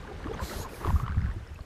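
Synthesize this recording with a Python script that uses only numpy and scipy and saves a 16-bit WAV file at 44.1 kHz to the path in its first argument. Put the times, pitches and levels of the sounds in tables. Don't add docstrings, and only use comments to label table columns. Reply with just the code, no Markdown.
import sys
import numpy as np
from scipy import signal
from scipy.fft import rfft, irfft, next_fast_len
from scipy.io import wavfile
from scipy.ndimage import uniform_filter1d, map_coordinates

SR = 44100
rng = np.random.default_rng(int(sys.argv[2]) if len(sys.argv) > 2 else 0)


def to_linear_factor(level_db):
    exponent = np.asarray(level_db, float) / 20
    return 10 ** exponent


def store_pcm(level_fs):
    pcm = np.round(np.clip(level_fs, -1, 1) * 32767).astype(np.int16)
    wavfile.write(sys.argv[1], SR, np.atleast_2d(pcm).T)


N = 72765


def unit(x):
    return x / np.sqrt(np.mean(x ** 2) + 1e-20)


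def along(points, hz):
    f, v = np.transpose(points)
    return np.interp(np.log(hz + 1), np.log(f + 1), v)


def curves(rows, **ends):
    s, *columns = np.transpose(rows)
    return [np.interp(np.arange(N) / SR, s, c, **ends) for c in columns]


def wobble(rate):
    return map_coordinates(rng.standard_normal(SR // 10), [np.arange(N) * rate / SR])


def filtered(x, response):
    m = next_fast_len(N + SR // 4)
    return irfft(rfft(x, m) * response(np.fft.rfftfreq(m, 1 / SR)), m)[..., :N]


def rush(gain, patchy_db):
    z = signal.stft(rng.standard_normal(N + 512), nperseg=256)[2]
    field = uniform_filter1d(rng.standard_normal(z.shape), size=4, axis=0)
    field = uniform_filter1d(field, size=6, axis=1)
    patchy = signal.istft(z * to_linear_factor(patchy_db * unit(field)), nperseg=256)[1][:N]
    return unit(filtered(patchy, gain))


def narrow_ring(course, width_hz):
    hz, db = curves(course)
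    low_noise = rush(lambda f: 1 / (1 + (2 * f / width_hz) ** 2), patchy_db=-1)
    return to_linear_factor(db) * low_noise * np.sin(2 * np.pi * np.cumsum(hz) / SR)


def bubbles(rows, rise, swell, size):
    s, db, hz, cycles = np.transpose(rows)[:, :, None]
    t = np.arange(size) / SR
    age = t * hz / np.maximum(cycles, .5)
    sine = np.sin(2 * np.pi * hz * t * (1 + rise * np.minimum(age, 2) / 2))
    fade = np.hanning(2 * size)[size:] ** .5
    shape = (1 - np.exp(-age / max(swell, .01))) * np.exp(-3 * age) * fade
    shape = shape / shape.max(1, keepdims=True)
    at = np.clip(np.round(s * SR).astype(int), 0, N) + np.arange(size)
    return np.bincount(at.ravel(), (to_linear_factor(db) * sine * shape).ravel(), N + size)[:N]


def swarm(course, spread, cycles, scatter_db, count, size):
    u, g = rng.random((count, 2)), rng.standard_normal((count, 2))
    start, end, first, last = course
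    s = start + u[:, 0] * (end - start)
    db = -scatter_db * np.log(u[:, 1] + 1e-2)
    hz = np.clip(first * (last / first) ** u[:, 0] * np.exp(spread * g[:, 0]), 150, 14000)
    rows = np.c_[s, db, hz, cycles * np.exp(.3 * g[:, 1])]
    return unit(bubbles(rows, rise=0.29, swell=0.19, size=size)) * np.sqrt(abs(end - start) * SR / N)


def gurgle():
    draining = (.04, 0.72, 712, 651)
    return to_linear_factor(-7) * swarm(draining, 0.583, 8.5, 1.1, count=700, size=1500)


def wash():
    # f/Hz, density/dB per Hz
    wash_colour = [(60, -63), (150, -4.5), (468, -2.5), (640, -8.5), (1670, -10), (2400, -17.5),
                   (9270, -37.5), (15000, -62)]
    return to_linear_factor(-3.5 + 0.62 * wobble(30.1)) * rush(lambda f: to_linear_factor(along(wash_colour, f)), patchy_db=2)


def fizz():
    fizzing = (0, 1.65, 3300, 3000)
    shed_db, shed_s = 3, 0.18
    level_db = -22 + shed_db * np.exp(-(np.arange(N) / SR / shed_s) ** 2)
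    return to_linear_factor(level_db) * swarm(fizzing, 0.336, 6.5, 6.0, count=3000, size=300)


def stream():
    dragged_air = (.8, 1.33, 1000, 1450)
    return to_linear_factor(-5.5) * swarm(dragged_air, 0.238, 8.7, 1.8, count=320, size=1200)


def stirred_water():
    # t/s, level/dB
    stir = [(0, -44.5), (.2, -45), (.3, -42), (.42, -39.5), (.55, -39.5), (.65, -43), (.78, -44.5),
            (.82, -41.5), (.87, -39.5), (.95, -44.5), (1.1, -48), (1.3, -48), (1.4, -49), (1.65, -51.5)]
    stir_db, = curves(stir)
    return to_linear_factor(stir_db) * (gurgle() + wash() + fizz() + stream())


def housing_air():
    corner_hz = 5960
    return to_linear_factor(-66) * rush(lambda f: (f > 2000) / (1 + (f / corner_hz) ** 2), patchy_db=1)


def hull():
    # t/s, level/dB
    shudder_level = [(0, -43.5), (.15, -47), (.22, -41.5), (.4, -40.5), (.52, -44), (.62, -38.5),
                     (.72, -49.5), (.82, -44), (.89, -29.5), (.97, -30), (1.08, -40.5), (1.25, -31.5),
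                     (1.4, -42.5), (1.65, -51)]
    # f/Hz, density/dB per Hz
    shell_colour = [(12, -16), (22, -6), (50, -1), (80, -3), (182, -14.5), (300, -33), (420, -57),
                    (880, -120)]
    # t/s, peak level/dB, f/Hz, life/cycles
    surges = [(.241, -32, 80, 1.3), (.279, -28, 83.6, 1.5), (.42, -25, 70.6, 2.14), (.602, -28, 86, 1.7),
              (.857, -28, 70.5, 1.4), (.89, -23.5, 65, 1.1), (.919, -20.5, 64, 0.92), (.935, -20, 80, 5.2),
              (1.006, -29.5, 91, 2.1), (1.032, -19.5, 110, 2.17), (1.097, -19.5, 69.6, 1.84),
              (1.122, -33, 63, 3), (1.172, -15, 84, 2.2), (1.199, -31.5, 71, 0.66), (1.224, -22, 74, 1.3),
              (1.239, -19, 74.6, 2.1), (1.288, -23.5, 61.6, 2), (1.361, -28.5, 93, 3),
              (1.508, -32, 81, 1.8), (1.607, -30, 60, 1.25)]
    level_db, = curves(shudder_level)
    lumps = to_linear_factor(1.5 * wobble(25))
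    shudder = unit(lumps * rush(lambda f: to_linear_factor(along(shell_colour, f)), patchy_db=1))
    overtones = np.multiply(surges, [1, 1.16, 2.21, 1.28])
    booms = bubbles(surges, 0.12, 0.15, size=4000) + to_linear_factor(-7.5) * bubbles(overtones, 0, 0.15, size=4000)
    muffle_hz = 268
    return to_linear_factor(level_db + 1.5) * shudder + filtered(booms, lambda f: 1 / (1 + (f / muffle_hz) ** 4))


def with_life(rows, cycles):
    return [(*r, cycles) for r in rows]


def plops_and_glugs():
    # t/s, peak level/dB, f/Hz
    babble = [(.003, -46, 990), (.076, -39.5, 1600), (.113, -39, 766), (.201, -41, 990), (.221, -44, 818),
              (.242, -37, 1700), (.281, -37, 1040), (.314, -37, 800), (.372, -40, 683), (.473, -46, 1030),
              (.496, -35, 1900), (.533, -36, 800), (.585, -38, 604), (.612, -35, 900), (.626, -41, 1530),
              (.661, -35.5, 904), (.692, -58, 1950), (.72, -40, 492)]
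    # t/s, peak level/dB, f/Hz, life/cycles
    dip_plops = [(0.031, -43, 1162, 23), (0.049, -38.5, 885, 16), (0.27, -29, 1140, 7.8),
                 (0.338, -33.5, 1180, 13), (0.35, -28, 950, 2.8), (0.394, -27.5, 1520, 4.8),
                 (0.513, -31.5, 1320, 9.3), (.812, -35, 840, 4.8), (0.828, -49, 1060, 7),
                 (.835, -36, 1080, 11), (0.848, -20.5, 1136, 5.7), (.88, -30, 1030, 5.4),
                 (.921, -36, 1010, 8.8), (1.008, -34.5, 1280, 7.2), (1.027, -47, 1250, 4),
                 (0.867, -21, 1080, 4.4), (0.873, -23, 960, 5.4), (0.896, -28, 1080, 6.2),
                 (0.904, -21, 950, 6.5), (0.999, -26.5, 1123, 11.6), (1.079, -25, 1144, 16.5),
                 (1.082, -24, 1144, 8.6)]
    # t/s, peak level/dB, f/Hz, life/cycles
    glugs = [(.245, -38, 232, 8), (.258, -29, 294, 6.7), (.311, -29.5, 411, 6.8), (.425, -33.5, 181, 5.5),
             (.503, -35.5, 327, 6.4), (.51, -41, 199.5, 15), (.56, -38, 380, 6.7), (.627, -39.5, 427, 11),
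             (.599, -31.5, 464, 4.2), (.733, -30.5, 400, 2.5), (.806, -40, 330, 8.6), (.856, -27, 376, 3.5),
             (.876, -31, 327, 5.3), (.925, -29, 198, 3.5), (1.21, -31, 141, 12), (1.36, -40.5, 333, 9),
             (1.591, -44, 603, 8.2)]
    # t/s, peak level/dB, f/Hz
    trickle = [(1.064, -28.5, 1250), (1.093, -33.5, 1500), (1.1, -37, 1120), (1.1108, -32.5, 1320),
               (1.1213, -32, 1530), (1.1452, -37, 1170), (1.1811, -36, 1736), (1.192, -38, 1430),
               (1.2061, -36.5, 1560), (1.216, -36.5, 2000), (1.2415, -35, 1400), (1.2594, -35, 1660),
               (1.2659, -36, 1500), (1.2899, -41.5, 1090), (1.3009, -36, 1500), (1.3138, -36.5, 1800),
               (1.3403, -47, 950), (1.3622, -49, 1450), (1.466, -44, 1430), (1.5898, -39.5, 1120)]
    plops = np.array(dip_plops + with_life(trickle, 8) + with_life(babble, 13.3))
    single = bubbles(glugs, 0.098, 0.15, size=3000) + to_linear_factor(-2.0) * bubbles(plops, 0.036, 0.14, size=1600)
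    when, hz, cycles = plops[:, :2], plops[:, 2], plops[:, 3]
    smack = bubbles(np.c_[when, 1.7 * hz, .4 * cycles], 0.036, 0.044, size=300)
    upper_smack = bubbles(np.c_[when, 2.5 * hz, .6 * cycles], 0, 0.11, size=300)
    return single + to_linear_factor(-9.5) * (smack + to_linear_factor(-9.5) * upper_smack)


def singers():
    # t/s, peak level/dB, f/Hz, life/cycles, pitch gain/0-1
    singing = [
        (0.082, -42, 414, 25, 0.01),
        (0.29, -33.5, 382, 11.9, 0.25),
        (0.4, -36, 960, 33, 0.2),
        (.647, -37, 1030, 24, 0.05),
        (0.11, -41.5, 365, 12, 0.02),
        (0.14, -40, 386, 9.5, 0),
        (1.27, -49, 1050, 47, 0.07),
        (0.959, -36, 1140, 22, 0.14),
        (1.034, -35.5, 1275, 34, 0.08),
        (1.126, -40, 1570, 19, 0),
    ]
    rows = np.array(singing)
    return to_linear_factor(2.7 * wobble(120)) * bubbles(rows[:, :4], rows[:, 4:], 0.21, size=6000)


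def spray():
    # t/s, peak level/dB
    ticks = [
        (.197, -60),
        (.291, -61),
        (.354, -58),
        (.646, -49),
        (1.371, -60),
        (1.563, -63),
        (1.627, -62),
        (1.633, -60),
    ]
    t, out = np.arange(200) / SR, np.zeros(N + 200)
    for s, db in ticks:
        burst = to_linear_factor(db - 60 * t / 0.012) * rng.standard_normal(len(t))
        out[round(s * SR):][:len(t)] += burst
    return filtered(out[:N], lambda f: 1 / (1 + (4500 / (f + 1)) ** 4))


def drops():
    # t/s, peak level/dB, f/Hz
    falling = [(0.3346, -42, 3320), (0.7427, -39, 2350), (0.8874, -38, 1860), (1.474, -48.5, 5260),
               (1.5579, -44, 2580), (1.6077, -48, 4340), (0.3421, -43.5, 6200), (1.5449, -51, 6800),
               (.2204, -66, 7900), (.227, -58, 11200), (.334, -52, 11300), (1.339, -54.5, 9300),
               (1.544, -53, 12000), (.3147, -59, 6050), (.691, -43, 2450), (.868, -53, 3315),
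               (.943, -48, 1840), (1.066, -47, 3020), (1.098, -45, 2220), (1.146, -47, 2300),
               (1.2161, -49.5, 5130)]
    return to_linear_factor(-1.5) * bubbles(with_life(falling, 26.4), 0.017, 0.091, size=500)


def first_slide():
    # t/s, level/dB
    rub = [
        (.39, -73),
        (.42, -52),
        (.445, -45.5),
        (.632, -48),
        (.652, -63),
        (.675, -74),
    ]
    # f/Hz, density/dB per Hz
    skin = [(1470, -34), (2500, -13), (3750, -1.5), (4080, -1), (9250, -8.5), (11200, -13), (15100, -12.5)]
    # f/Hz, width/Hz, level over skin/dB
    shaft = [(4100, 190, 4.5), (12000, 560, 8)]
    # t/s, f/Hz, level/dB
    grip = [
        (.42, 7680, -3),
        (.5, 7000, -13),
        (.56, 6270, -8),
        (.62, 6720, 0.5),
    ]
    # t/s, f/Hz, level/dB
    tube = [
        (.42, 11500, -13),
        (.49, 11300, -13),
        (.57, 11200, -2),
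        (.64, 11350, -4.5),
    ]

    def skin_on_shaft(f):
        boost = sum(to_linear_factor(2 * db) / (1 + (2 * (f - hz) / width) ** 2) for hz, width, db in shaft)
        return to_linear_factor(along(skin, f)) * np.sqrt(1 + boost)

    rub_db, = curves(rub, left=-120, right=-120)
    friction = rush(skin_on_shaft, patchy_db=0.2)
    friction = friction + narrow_ring(grip, width_hz=600) + narrow_ring(tube, width_hz=300)
    return to_linear_factor(rub_db + 0.49 * wobble(62.5)) * friction


def second_slide():
    # t/s, level/dB, brightness/0-1
    loose_rub = [
        (.672, -73, .1),
        (.69, -58, 0.36),
        (.76, -51.5, 0),
        (.84, -56.5, 0.1),
        (.9, -53.5, 0.76),
        (1.025, -57.5, 0.64),
        (1.05, -72, 1),
    ]
    # f/Hz, density/dB per Hz
    loose_dull = [(1760, -36), (3000, -6), (5010, -3), (7400, -10), (10000, -3), (12500, -6),
                  (15100, -10.5)]
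    # f/Hz, density/dB per Hz
    loose_bright = [(1760, -34), (3000, -18), (6890, 0.5), (8670, -12), (12800, -2), (15100, -9)]
    rub_db, bright = curves(loose_rub, left=-120, right=-120)
    bright = np.clip(bright, 0, 1)
    dull_noise = rush(lambda f: to_linear_factor(along(loose_dull, f)), patchy_db=1.3)
    bright_noise = rush(lambda f: to_linear_factor(along(loose_bright, f)), patchy_db=1.3)
    return to_linear_factor(rub_db - 0.9) * (np.sqrt(1 - bright) * dull_noise + np.sqrt(bright) * bright_noise)


def scene():
    water = stirred_water() + plops_and_glugs() + singers() + spray() + drops()
    palm = first_slide() + second_slide()
    return (water + housing_air() + hull() + palm)[None]


def band_limit(x):
    return signal.sosfilt(signal.butter(12, 15240, fs=SR, output="sos"), x)


def record(dry):
    low_hz, top_hz = 10, 15280
    mix = filtered(dry, lambda f: (f > low_hz) & (f < top_hz))
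    return band_limit(mix)


dry = scene()
out = record(dry)
store_pcm(out)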